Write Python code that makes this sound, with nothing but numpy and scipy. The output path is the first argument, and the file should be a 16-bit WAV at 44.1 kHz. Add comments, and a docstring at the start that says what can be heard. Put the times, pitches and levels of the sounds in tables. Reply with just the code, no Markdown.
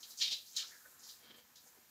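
"""Someone scrubs soapy skin with a mesh bath puff in a small tiled shower.
From the start, lather fizzes and wet skin rustles over a faint steady hiss. Light brushes lead into
firm strokes, each a rush of tiny mesh snaps, loudest near 0.2 s and again near 0.6 s. Squelches, soft
bumps and a few plops join in. Near 1.3 s wet skin slides as an arm lifts, then come a few faint last
touches. The tiles ring briefly after each sound of the washing."""
import sys
import numpy as np
from scipy import signal
from scipy.fft import rfft, irfft
from scipy.io import wavfile

SR = 44100
rng = np.random.default_rng(int(sys.argv[2]) if len(sys.argv) > 2 else 0)


def log_audio(samples):
    """Write samples as a 16-bit WAV file to the path given in sys.argv[1]."""
    # one column per channel
    frames = np.atleast_2d(samples).T
    # limit to full scale, then quantise
    limited = np.clip(frames, -1, 1)
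    pcm = np.round(limited * 32767).astype(np.int16)
    wavfile.write(sys.argv[1], SR, pcm)


N = 83790

# Levels are relative. A swell climbs 20 dB in rise_s and drops 20 dB in fall_s.
# A "tone" table says how strong a sound is at each pitch.
# tone of bursting bubbles: pitch_hz, level_db
FIZZ_TONE = [(1500, -36), (3500, 1.5), (5500, 3), (7200, 12.5), (8500, 8), (10500, 8.5), (12700, 11.5),
             (15500, 6.5)]
# loudness of the fizz over time: time_s, level_db
FIZZ_LEVELS = [(0, -64), (0.072, -58.5), (0.103, -53), (.16, -62.5), (.235, -54.5), (.29, -58.5), (.5, -61),
               (.8, -62.5), (.87, -61), (0.992, -64.5), (1.11, -58), (1.21, -66.5), (1.355, -72),
               (1.368, -62), (1.42, -72), (1.53, -70), (1.66, -65), (1.9, -69.5)]
# tone of rustling wet skin: pitch_hz, level_db
RUSTLE_TONE = [(120, -15), (230, -1), (500, -2.5), (800, 0.5), (1200, 0.5), (1700, 1.5), (2400, -7),
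               (5000, -39)]
# loudness of the rustle over time: time_s, level_db
RUSTLE_LEVELS = [(0, -71), (.11, -71.5), (0.339, -74), (.42, -80), (.54, -78), (.68, -70), (.8, -73.5),
                 (1.08, -70), (1.4, -76), (1.5, -73.5), (1.76, -72.5), (1.9, -75.5)]
# tone of the steady hiss: pitch_hz, level_db
HISS_TONE = [(25, -40), (45, -18), (65, 1), (90, -1.5), (200, -1.5), (330, -4), (500, -14.5), (800, -8),
             (1300, -6.5), (2300, -5), (6700, -2.5), (8600, -13), (11000, -13), (12600, -1), (15500, -4.5)]
# light brushes of mesh on skin: peak_s, rise_s, fall_s, level_db, pitch_hz
BRUSHES = [(.006, 0.0066, 0.13, -56, 6140), (0.113, 0.033, 0.065, -52, 4970),
           (.175, .002, 0.053, -47, 6500), (0.2, 0.03, 0.035, -40.5, 5930),
           (.475, 0.035, 0.074, -56.5, 5080), (.525, 0.065, .08, -56.5, 6200),
           (0.561, 0.018, 0.016, -49, 6300), (0.671, 0.026, .17, -54.5, 5560),
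           (0.993, 0.0076, 0.06, -59, 7040), (1.04, 0.039, 0.19, -54.5, 5280),
           (1.675, 0.064, 0.04, -62, 7200)]
# dip in the treble of the brushes: pitch_hz, level_db
BRUSH_TONE = [(3000, -1.5), (7300, 1), (8400, -8.5), (15000, 1)]
# firm strokes of the puff: peak_s, rise_s, fall_s, level_db, brightness_db_per_octave
STROKES = [(0.031, 0.0034, 0.047, -47, 1.5), (0.22, .014, .012, -25, -2),
           (0.228, 0.026, 0.065, -31.5, -3.5), (.257, 0.043, 0.063, -37.5, -3),
           (0.282, 0.037, 0.028, -37.5, -4.5), (0.319, 0.032, 0.068, -35, -0.5),
           (0.331, 0.029, 0.024, -39, -3), (0.566, 0.0033, 0.069, -33.5, 12),
           (0.596, 0.048, 0.058, -41, -10.5), (0.625, 0.017, 0.02, -42.5, -4),
           (1.094, 0.015, 0.05, -49.5, 5.5), (1.557, .001, 0.094, -57, 9)]
# tone of the mesh in a firm stroke: pitch_hz, level_db
MESH_TONE = [(100, -42), (250, -37), (1100, -39), (1600, -32), (2500, -16.5), (3250, -6), (3900, -3),
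             (5200, -6.5), (5700, -8.5), (7100, -14), (8300, -28), (12500, -34), (15500, -34.5)]
# squelches of lather: peak_s, rise_s, fall_s, level_db, pitch_hz
SQUELCHES = [(0.221, 0.014, 0.017, -45.5, 2050), (0.583, 0.019, 0.062, -58, 1640),
             (.645, 0.09, 0.02, -61.5, 1310), (0.723, 0.027, 0.056, -59, 1750),
             (.753, 0.012, 0.024, -56.5, 1650), (.812, .03, 0.034, -66.5, 1520),
             (0.859, 0.02, 0.028, -58, 1490), (.945, 0.07, 0.21, -70, 1365)]
# soft bumps of hand and puff: peak_s, rise_s, fall_s, level_db
BUMPS = [(0.228, 0.06, 0.45, -72.5), (0.322, 0.012, 0.017, -60.5), (.585, 0.081, 0.15, -74),
         (0.857, 0.0057, 0.013, -67), (1.671, 0.046, 0.014, -68.5), (1.775, 0.024, 0.056, -69)]
# tone of those bumps: pitch_hz, level_db
BUMP_TONE = [(30, -47), (100, 2), (230, 8), (480, 8), (800, 10), (1500, -7.5), (4000, -23)]
# air pockets popping under the puff: start_s, level_db, final_pitch_hz
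PLOPS = [(.322, -70, 520), (.859, -64, 490), (1.775, -65, 340.2)]
# wet skin sliding as the arm lifts: peak_s, rise_s, fall_s, level_db
SLIDES = [(1.251, 0.071, 0.074, -61), (1.31, 0.041, 0.037, -58), (1.346, 0.0087, 0.032, -60.5),
          (1.390, 0.041, 0.037, -61)]
# tone of sliding skin: pitch_hz, level_db
SLIDE_TONE = [(40, -34), (110, -1), (230, 1.5), (450, 1.5), (800, -3), (1500, -0.5), (2700, -3),
              (3200, 6.5), (3700, -2), (4700, -2), (7000, -28), (15000, -51)]
# high notes at which the shower stall rings: pitch_hz, level_db
HIGH_RINGS = [(2985, -9), (3086, 7), (3240, 5), (3342, -5), (3563, 12), (3682, 14), (3820, -9),
              (3955, 22.5), (4077, 6), (4499, -25), (4890, -9), (4944, -2), (5042, -1), (6402, -16)]
# low notes at which the shower stall rings: pitch_hz, level_db
LOW_RINGS = [(178, -4), (228, 6), (264, -12), (425, -5.5), (495, 9), (1206, -5), (1647, -1)]

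SNAPS_PER_S, SNAP_SCATTER_DB = 6000, 3
PLOP_FALL_S, PLOP_EXTRA_PITCH = 0.02, 0.3  # a plop starts 30% above its final pitch
WASH_DB, HISS_DB = -2, -67
EARLY_DB, TAIL_DB, HIGH_RING_DB, LOW_RING_DB = -5.5, -7.5, -21.5, -22.5
EARLY_LOW_CUT_HZ, TAIL_HIGH_CUT_HZ = 1080, 5900
LOW_CUT_HZ, HIGH_CUT_HZ = 33, 15600
TIME_S = np.arange(N) / SR


def gain(db):
    """Turn decibels into a number to multiply by."""
    return 10 ** (np.asarray(db) / 20)


def normalise(x):
    """Scale a sound to an average strength (rms) of one."""
    return x / np.sqrt(np.mean(x ** 2))


def shape(x, db_at):
    """Filter a sound by db_at(pitch_hz), then normalise it."""
    size = 4096
    hz = np.maximum(np.arange(size // 2 + 1) * SR / size, 1)
    cepstrum = irfft(np.log(gain(db_at(hz))))
    # fold the second half onto the first, so the filter never rings ahead of a click
    cepstrum[1:size // 2] *= 2
    cepstrum[size // 2 + 1:] = 0
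    response = irfft(np.exp(rfft(cepstrum)))
    return normalise(signal.fftconvolve(x, response)[:N])


def colour(x, tone, brightness=0):
    """Apply a tone table, tilted between 2 and 8 kHz by brightness (dB per octave)."""
    hz, db = np.array(tone).T
    tilted_db = db + brightness * np.log2(np.clip(hz, 2000, 8000))
    return shape(x, lambda f: np.interp(np.log2(f), np.log2(hz), tilted_db))


def band(x, hz, octaves):
    """Keep the part of a sound near one pitch; octaves sets the width."""
    def db_at(f):
        distance = np.log2(f / hz) / octaves
        return -20 * np.log10(1 + distance ** 2 / 2 + distance ** 4 / 8)
    return shape(x, db_at)


def clicks(per_s, scatter_db):
    """Clicks at random moments, most small and a few large."""
    happens = rng.random(N) < per_s / SR
    sign = rng.choice([-1, 1], N)
    size_db = scatter_db * np.minimum(rng.exponential(size=N), 4)
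    return happens * sign * gain(size_db)


def swell(peak_s, rise_s, fall_s, level_db):
    """A loudness curve that grows to a peak and dies away."""
    age = TIME_S - peak_s
    return gain(level_db - 20 * np.maximum(-age / rise_s, age / fall_s))


def follow(levels):
    """A loudness curve that joins up (time_s, level_db) points."""
    return gain(np.interp(TIME_S, *np.array(levels).T))


def fizz():
    """Fine bubbles in the lather burst all the time."""
    return colour(clicks(per_s=4000, scatter_db=2), FIZZ_TONE) * follow(FIZZ_LEVELS)


def rustle():
    """Wet skin rustles faintly throughout."""
    return colour(clicks(per_s=1600, scatter_db=0.5), RUSTLE_TONE) * follow(RUSTLE_LEVELS)


def hiss():
    """A faint steady hiss lies under everything."""
    return gain(HISS_DB) * colour(rng.standard_normal(N), HISS_TONE)


def snaps():
    """Mesh strands catch on wet skin and let go."""
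    return clicks(SNAPS_PER_S, SNAP_SCATTER_DB)


def brushes():
    """The mesh touches the skin lightly, making a thin band of snaps."""
    return sum(swell(*curve) * colour(band(snaps(), hz, octaves=0.39), BRUSH_TONE)
               for *curve, hz in BRUSHES)


def strokes():
    """Firm scrubs set off rushes of snaps, each with its own brightness."""
    return sum(swell(*curve) * colour(snaps(), MESH_TONE, brightness) for *curve, brightness in STROKES)


def squelches():
    """Squeezed pockets of foam give short, narrow bands of noise."""
    return sum(swell(*curve) * band(rng.standard_normal(N), hz, octaves=0.21) for *curve, hz in SQUELCHES)


def bumps():
    """Hand and puff bump with a soft, dull sound."""
    return colour(clicks(per_s=3400, scatter_db=2), BUMP_TONE) * sum(swell(*curve) for curve in BUMPS)


def plops():
    """Small air pockets pop and ring for a moment, sinking in pitch."""
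    sound = 0
    for start_s, level_db, final_hz in PLOPS:
        age = np.maximum(TIME_S - start_s, 0)
        pitch_hz = final_hz * (1 + PLOP_EXTRA_PITCH * np.exp(-2 * age / PLOP_FALL_S))
        note = np.sin(2 * np.pi * np.cumsum(pitch_hz) / SR)
        sound += swell(start_s, 0.002, PLOP_FALL_S, level_db) * note
    return sound


def slides():
    """Wet skin sticks and slips as the arm lifts."""
    return colour(clicks(per_s=1500, scatter_db=2), SLIDE_TONE) * sum(swell(*curve) for curve in SLIDES)


def cut(x, side, hz):
    """Soften a sound above hz (side "lowpass") or below it (side "highpass")."""
    return signal.sosfilt(signal.butter(2, hz, side, fs=SR, output="sos"), x)


def echoes(fade_s, delay_s):
    """Closely packed random echoes off the walls, dropping 60 dB in fade_s."""
    return normalise(rng.standard_normal(N) * gain(-60 * TIME_S / fade_s) * (TIME_S > delay_s))


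def ringing(rings, fade_s):
    """Sound trapped between the walls rings at set notes, dropping 60 dB in fade_s."""
    notes = sum(gain(db) * np.cos(2 * np.pi * hz * TIME_S) for hz, db in rings)
    return normalise(gain(-60 * TIME_S / fade_s) * notes)


def tiles(washing):
    """The close walls answer with quick bright echoes, a duller tail and a few ringing notes."""
    early = gain(EARLY_DB) * cut(echoes(fade_s=0.058, delay_s=0.0011), "highpass", EARLY_LOW_CUT_HZ)
    tail = gain(TAIL_DB) * cut(echoes(fade_s=0.32, delay_s=0.0046), "lowpass", TAIL_HIGH_CUT_HZ)
    high_notes = gain(HIGH_RING_DB) * ringing(HIGH_RINGS, fade_s=0.1)
    low_notes = gain(LOW_RING_DB) * ringing(LOW_RINGS, fade_s=0.26)
    response = (early + tail + high_notes + low_notes) / np.sqrt(N)
    return signal.fftconvolve(washing, response)[:N]


def scene():
    """Mix the washing, its echoes and the hiss into one channel."""
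    puff = strokes() + brushes()
    lather = fizz() + squelches() + plops()
    body = slides() + bumps() + rustle()
    washing = gain(WASH_DB) * (puff + lather + body)
    return (washing + tiles(washing) + hiss())[None]


def record(dry):
    """Take away the deepest rumble and the very highest treble."""
    steep_high_cut = signal.ellip(10, 0.2, 70, HIGH_CUT_HZ, fs=SR, output="sos")
    return signal.sosfilt(steep_high_cut, cut(dry, "highpass", LOW_CUT_HZ))


dry = scene()
out = record(dry)
log_audio(out)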